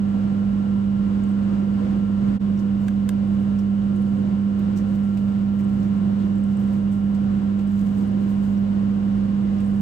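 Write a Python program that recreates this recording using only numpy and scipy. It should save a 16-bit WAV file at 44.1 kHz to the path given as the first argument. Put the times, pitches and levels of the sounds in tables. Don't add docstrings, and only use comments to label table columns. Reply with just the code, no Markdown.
import sys
import numpy as np
from scipy import signal
from scipy.fft import rfft, irfft, next_fast_len
from scipy.io import wavfile
from scipy.ndimage import map_coordinates

SR = 44100
rng = np.random.default_rng(int(sys.argv[2]) if len(sys.argv) > 2 else 0)


def wrap_up_sound(samples):
    columns = np.atleast_2d(samples).T
    tamed = np.clip(columns, -1, 1)
    steps = np.round(tamed * 32767).astype(np.int16)
    wavfile.write(sys.argv[1], SR, steps)


N = 432621

# hz, coherence (0-1), left_lead_rad, left_minus_right_db
PORTS = [(45, .99, 0, -.8), (130, .99, .2, -4.4), (250, .93, .6, -3.8), (350, .55, 1, -5.6),
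         (500, .38, 1.9, -3.2), (720, .55, 2.5, .4), (1000, .28, 2.1, 1.5), (1400, .4, 2.7, -.4),
         (2200, .14, 0, 3.5), (3200, .15, .3, 0), (5600, .1, -1, -1.8), (8000, .8, .5, -.3),
         (11050, .92, 3.1, 0), (13100, .7, 4.8, -.5), (15000, .9, 6.5, 0)]
HALF = np.array([[.5], [-.5]])


def amp(db):
    return 10 ** (np.asarray(db) / 20)


def unit(x):
    return x / np.sqrt(np.mean(x ** 2) + 1e-20)


def along(points, hz, axis=1):
    table = np.transpose(points)
    return np.interp(np.log(hz + 1), np.log(table[0] + 1), table[axis])


def left_lead_rad(hz):
    return along(PORTS, hz, axis=2)


def clock():
    return np.arange(N) / SR


def curve(rows):
    return np.interp(clock(), *np.transpose(rows))


def wobble(rate_hz):
    coarse = np.arange(0, N + 64, 64)
    knots = rng.standard_normal(4096)
    values = map_coordinates(knots, [coarse * rate_hz / SR], mode="wrap")
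    return np.interp(np.arange(N), coarse, values)


def complex_wobbles(rate_hz):
    return np.array([wobble(rate_hz) + 1j * wobble(rate_hz) for _ in range(2)])


def filtered(x, response):
    m = next_fast_len(N + SR // 2)
    return irfft(rfft(x, m) * response(np.fft.rfftfreq(m, 1 / SR)), m)[..., :N]


def at_ports(pair, colour_db):
    def mix(hz):
        turn = np.arccos(np.clip(along(PORTS, hz), 0, 1)) / 2
        return amp(colour_db(hz)) * [np.cos(turn), np.sin(turn)]

    def place(hz):
        balance = amp(HALF * along(PORTS, hz, axis=3))
        return balance * np.exp(1j * HALF * left_lead_rad(hz))

    mid, side = filtered(pair, mix)
    return unit(filtered(np.array([mid + side, mid - side]), place))


def tone(cycles, left_db, right_db, lead_rad):
    phase = 2 * np.pi * (cycles + rng.random())
    left = amp(left_db) * np.sin(phase + lead_rad)
    right = amp(right_db) * np.sin(phase)
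    return np.sqrt(2) * np.array([left, right])


def motor(mains_hz=49.947, lead_rad=0.1, waver_db=0.14):
    # mains_multiple, left_db, right_db
    harmonics = [(2, -37, -34.5), (4, -24.0, -18.5), (8, -68, -57), (12, -60.5, -58)]
    cycles = mains_hz * clock()
    hum = sum(tone(k * cycles, left, right, lead_rad * k) for k, left, right in harmonics)
    return hum * amp(waver_db * wobble(4.0))


def fan(shaft_hz=48.668, drift=.0001):
    # shaft_multiple, left_db, right_db
    shaft_tones = [(14, -65, -65), (18, -66, -64.5), (20, -61.5, -67), (22, -71.5, -61), (24, -68, -70.5),
                   (26, -73, -73), (32, -73, -69.5), (57, -80, -78), (58, -73, -66), (59, -79, -75),
                   (60, -77, -72), (61, -66.5, -72), (62, -78, -84.5), (64, -79, -80.5), (65, -79, -79),
                   (66, -81, -83), (67, -77.5, -77), (75, -85, -80.5), (77, -81.5, -82.5), (119, -91, -86),
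                   (158, -87.5, -89)]
    # pitch_hz, left_db, right_db
    whines = [(460, -55.0, -57.0), (11800, -82, -80), (12200, -88, -86)]
    seconds = np.cumsum(1 + drift * wobble(2)) / SR
    lines = [(k * shaft_hz, left, right) for k, left, right in shaft_tones] + list(whines)
    return sum(tone(hz * seconds, left, right, left_lead_rad(hz)) for hz, left, right in lines)


def whistle(pitch_hz=1364.7, wander_hz=1.3, lead_rad=-1.2, rough=0.23, breathy=.42):
    # time_s, level_db
    level_points = [(0, -55.5), (2.3, -55), (2.5, -61), (4, -58), (5.5, -56.5), (7.5, -59.5), (9.8, -64.5)]
    cycles = np.cumsum(pitch_hz + wander_hz * wobble(5)) / SR
    flutter = 1 + rough * complex_wobbles(16)
    skirt = breathy * complex_wobbles(90)
    carrier = np.exp(1j * (2 * np.pi * cycles + np.array([[lead_rad], [0]])))
    return amp(curve(level_points)) * np.sqrt(2) * ((flutter + skirt) * carrier).real


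def airflow(air_db=-31.0, swell_db=0.93):
    # hz, relative_density_db
    spectrum = [(27, -30.5), (44, -12.5), (65, -7), (85, -12.5), (130, -6), (240, -5.5), (340, -10.5),
                (430, -20), (620, -19.5), (900, -27), (1500, -29.5), (2100, -36.5), (3300, -40.5),
                (4500, -45.5), (6500, -51.5), (8700, -53), (10500, -62), (13000, -65.5), (15500, -68.5)]
    # centre_hz, width_hz, gain_db
    resonances = [(46.6, 7.8, 5.5), (131.6, 14, 4), (149, 12, 2.5), (161.4, 12, -7.5), (182.5, 14, 7.5),
                  (329, 16, 1.5), (382, 36, -1.5), (430, 14, -1), (489.3, 33, 7.5), (530.5, 21, 6),
                  (590, 36, 0.5), (710, 18, -3), (759, 45, 6), (806, 33, -1.5), (926, 25, -4.5),
                  (956, 48, 5.5), (1065, 60, 5.5), (1210, 30, 6), (1320, 51, -4), (1460, 32, 4),
                  (2780, 50, 4), (3160, 120, -1.5)]

    def colour_db(hz):
        bumps = sum(db / (1 + (2 * (hz - centre) / width) ** 2) for centre, width, db in resonances)
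        return along(spectrum, hz) + bumps

    return at_ports(rng.standard_normal((2, N)), colour_db) * amp(air_db + swell_db * wobble(6.5))


def syringe(crack_db=-5.0, crack_t60_s=0.014, ring_db=-6, scatter_db=2.2, right_db=1):
    # contact_s, contact_db (before the lowpass), lowpass_hz, rebound_over_contact_db
    clicks = [(2.8823, -28.5, 1140, 4.5), (3.0907, -25.5, 12000, -5)]
    # mode_hz, relative_db, t60_s
    modes = [(1070, -5, .015), (1620, 0.5, 0.017), (2040, -5, 0.01), (2600, -5.5, 0.01), (3180, -3.5, .008),
             (3550, -1, .012), (4900, -7, .008), (5950, -11, 0.011), (7160, -1.5, 0.011), (8380, -2, .011),
             (9300, 0.5, .009), (10700, -6, .007), (12100, -7, .007), (13900, -5, .009)]
    rebound_s = .00187
    shadow_hz = 4000
    out, t = np.zeros((2, N)), np.arange(SR // 10) / SR
    for s, db, dull_hz, rebound_db in clicks:
        pole = np.exp(-2 * np.pi * dull_hz / SR)
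        for start_s, level_db in ((s, db), (s + rebound_s, db + rebound_db)):
            ring = 0
            for k, (hz, mode_db, t60_s) in enumerate(modes):
                decay = amp(mode_db + rng.normal(0, scatter_db, (2, 1)) - 60 * t / t60_s)
                offset_rad = HALF * left_lead_rad(hz) * (hz > shadow_hz)
                ring = ring + (-1) ** k * decay * np.sin(2 * np.pi * hz * t + offset_rad)
            crack = amp(crack_db - 60 * t / crack_t60_s) * rng.standard_normal((2, len(t)))
            hit = signal.lfilter([1 - pole], [1, -pole], amp(ring_db) * ring + crack)
            out[:, round(start_s * SR):][:, :len(t)] += amp(level_db - HALF * right_db) * hit
    return out


def gloves(pitch_q=3.3, grain_db=3.5, uneven_db=2.0):
    # start_s, noise_db, length_s (twice the rise), pitch_hz, pitched_db
    contacts = [(1.233, -63, 0.0074, 8300, -65), (2.587, -62, .015, 5550, -62),
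                (2.879, -55, 0.0064, 2000, -49), (3.585, -57, 0.014, 5600, -65),
                (4.590, -58, .006, 13700, -67), (4.759, -55, 0.024, 5940, -54),
                (4.945, -68, .012, 13500, -69), (5.169, -63, 0.012, 2550, -50.5),
                (5.588, -61, .018, 1900, -55), (5.821, -68, .02, 5200, -63), (6.185, -75, .04, 3500, -60),
                (6.59, -65, .016, 13700, -72), (6.912, -61, 0.026, 8000, -67),
                (7.143, -61, .014, 4800, -63), (7.585, -65, 0.023, 2500, -56),
                (9.596, -61, 0.011, 2720, -51.5)]
    # hz, relative_density_db
    spectrum = [(500, -19), (2000, 1.5), (5500, 2), (8200, 3), (10800, -3), (13500, 0), (16000, -6)]
    grains = rng.standard_normal((2, N)) * amp(grain_db * wobble(900))
    friction = at_ports(grains, lambda hz: along(spectrum, hz))
    out = friction * rubbing() * amp(uneven_db * wobble(45))
    for s, noise_db, length_s, hz, pitched_db in contacts:
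        span = slice(int(s * SR), int(s * SR) + SR // 8)
        noise = friction[:, span]
        age = np.arange(noise.shape[1]) / SR / (length_s / 2)
        pitched = unit(signal.lfilter(*signal.iirpeak(hz, pitch_q, SR), noise))
        out[:, span] += age * np.exp(1 - age) * (amp(noise_db) * noise + amp(pitched_db) * pitched)
    return out


def rubbing(attack_s=.03, release_s=0.055, resting_db=-77):
    # mid_rise_s, hold_s, level_db
    strokes = [(1.268, .05, -69), (2.802, 0.08, -65), (3.266, .17, -69), (3.948, .28, -68),
               (4.87, 0.48, -68), (5.538, .3, -68.5), (6.36, 0.3, -69), (6.675, 0.071, -61.5),
               (6.95, .14, -70.5), (7.678, 0.35, -61.5), (8.2, 0.33, -64), (9.603, .2, -66)]
    power = np.full(N, amp(resting_db) ** 2)
    for s, hold_s, db in strokes:
        age_s = clock() - s
        rise = np.clip(age_s / attack_s + .5, 0, 1)
        fall = np.exp(-np.maximum(age_s - hold_s, 0) / release_s)
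        power += (amp(db) * rise * fall) ** 2
    return np.sqrt(power)


def crackles(rough_rad=2.7):
    # start_s, level_db, pitch_hz, length_s (twice the rise)
    squeaks = [(1.288, -61, 8200, .006), (1.311, -62, 8000, .005), (2.575, -57, 5550, .005),
               (2.591, -60, 5520, 0.0043), (3.588, -58, 5550, .008), (3.958, -60, 8900, .005),
               (4.019, -57, 9900, .004), (5.048, -61, 9000, .005), (5.536, -64, 13700, .002),
               (5.645, -57, 8200, 0.0026), (5.697, -60, 9200, .003), (5.802, -58, 7830, .003),
               (5.978, -63, 7700, .003), (6.259, -64, 13640, 0.0028), (6.355, -59, 7700, .003),
               (6.382, -59, 7400, .003), (6.437, -55, 8360, .003), (6.57, -56, 8030, 0.0037),
               (6.636, -60, 8020, .003), (7.625, -54, 11400, .002), (7.673, -58, 8160, 0.0036),
               (7.981, -56, 8240, .003), (8.076, -57, 9650, .004), (8.575, -60, 5550, .005),
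               (8.594, -64, 13500, .004), (9.566, -48, 1900, .0015), (9.584, -55, 5400, .003),
               (9.603, -58, 8200, .003), (9.646, -60, 8400, .003), (9.662, -59, 7600, 0.0037),
               (9.676, -57, 9100, .003)]
    out, t = np.zeros((2, N + SR)), np.arange(SR // 20) / SR
    for s, db, hz, length_s in list(squeaks) + catches(rubbing()):
        walk = np.cumsum(rng.standard_normal(len(t))) / np.sqrt(length_s * SR)
        cycles = hz * t + rough_rad / (2 * np.pi) * walk
        age = t / (length_s / 2)
        grain = age * np.exp(1 - age) * tone(cycles, db, db, left_lead_rad(hz))
        out[:, round(s * SR):][:, :len(t)] += grain
    return out[:, :N]


def catches(strength, peak_rate_hz=70, length_s=0.0016):
    centre_db, spread_db = -65, 3.5
    centre_hz, spread_oct = 8000, 0.27
    draws = rng.random((round(peak_rate_hz * N / SR), 4))
    chance = (strength - strength.min()) / np.ptp(strength)
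    rows = []
    for when, luck, size, pitch in draws:
        if luck < chance[int(when * N)]:
            level_db = centre_db + spread_db * (2 * size - 1)
            pitch_hz = centre_hz * 2 ** (spread_oct * (2 * pitch - 1))
            rows.append((when * N / SR, level_db, pitch_hz, length_s))
    return rows


def room(x, t60_s=0.079, buildup_s=0.0036):
    t = np.arange(SR // 2) / SR
    tail = rng.standard_normal((2, len(t))) * amp(-60 * t / t60_s) * (1 - np.exp(-t / buildup_s))
    return signal.fftconvolve(x, tail / np.linalg.norm(tail[0]), axes=1)[:, :N]


def scene(room_db=-14):
    hands = syringe() + gloves() + crackles()
    return motor() + fan() + whistle() + airflow() + hands + amp(room_db) * room(hands)


def record(dry):
    dip_s, fade_s = 2.39, .029
    top_hz, edge_hz = 15800, 500
    dip = np.minimum(abs(clock() - dip_s) / fade_s, 1)
    return filtered(dry * dip, lambda hz: np.clip((top_hz - hz) / edge_hz + .5, 0, 1))


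dry = scene()
out = record(dry)
wrap_up_sound(out)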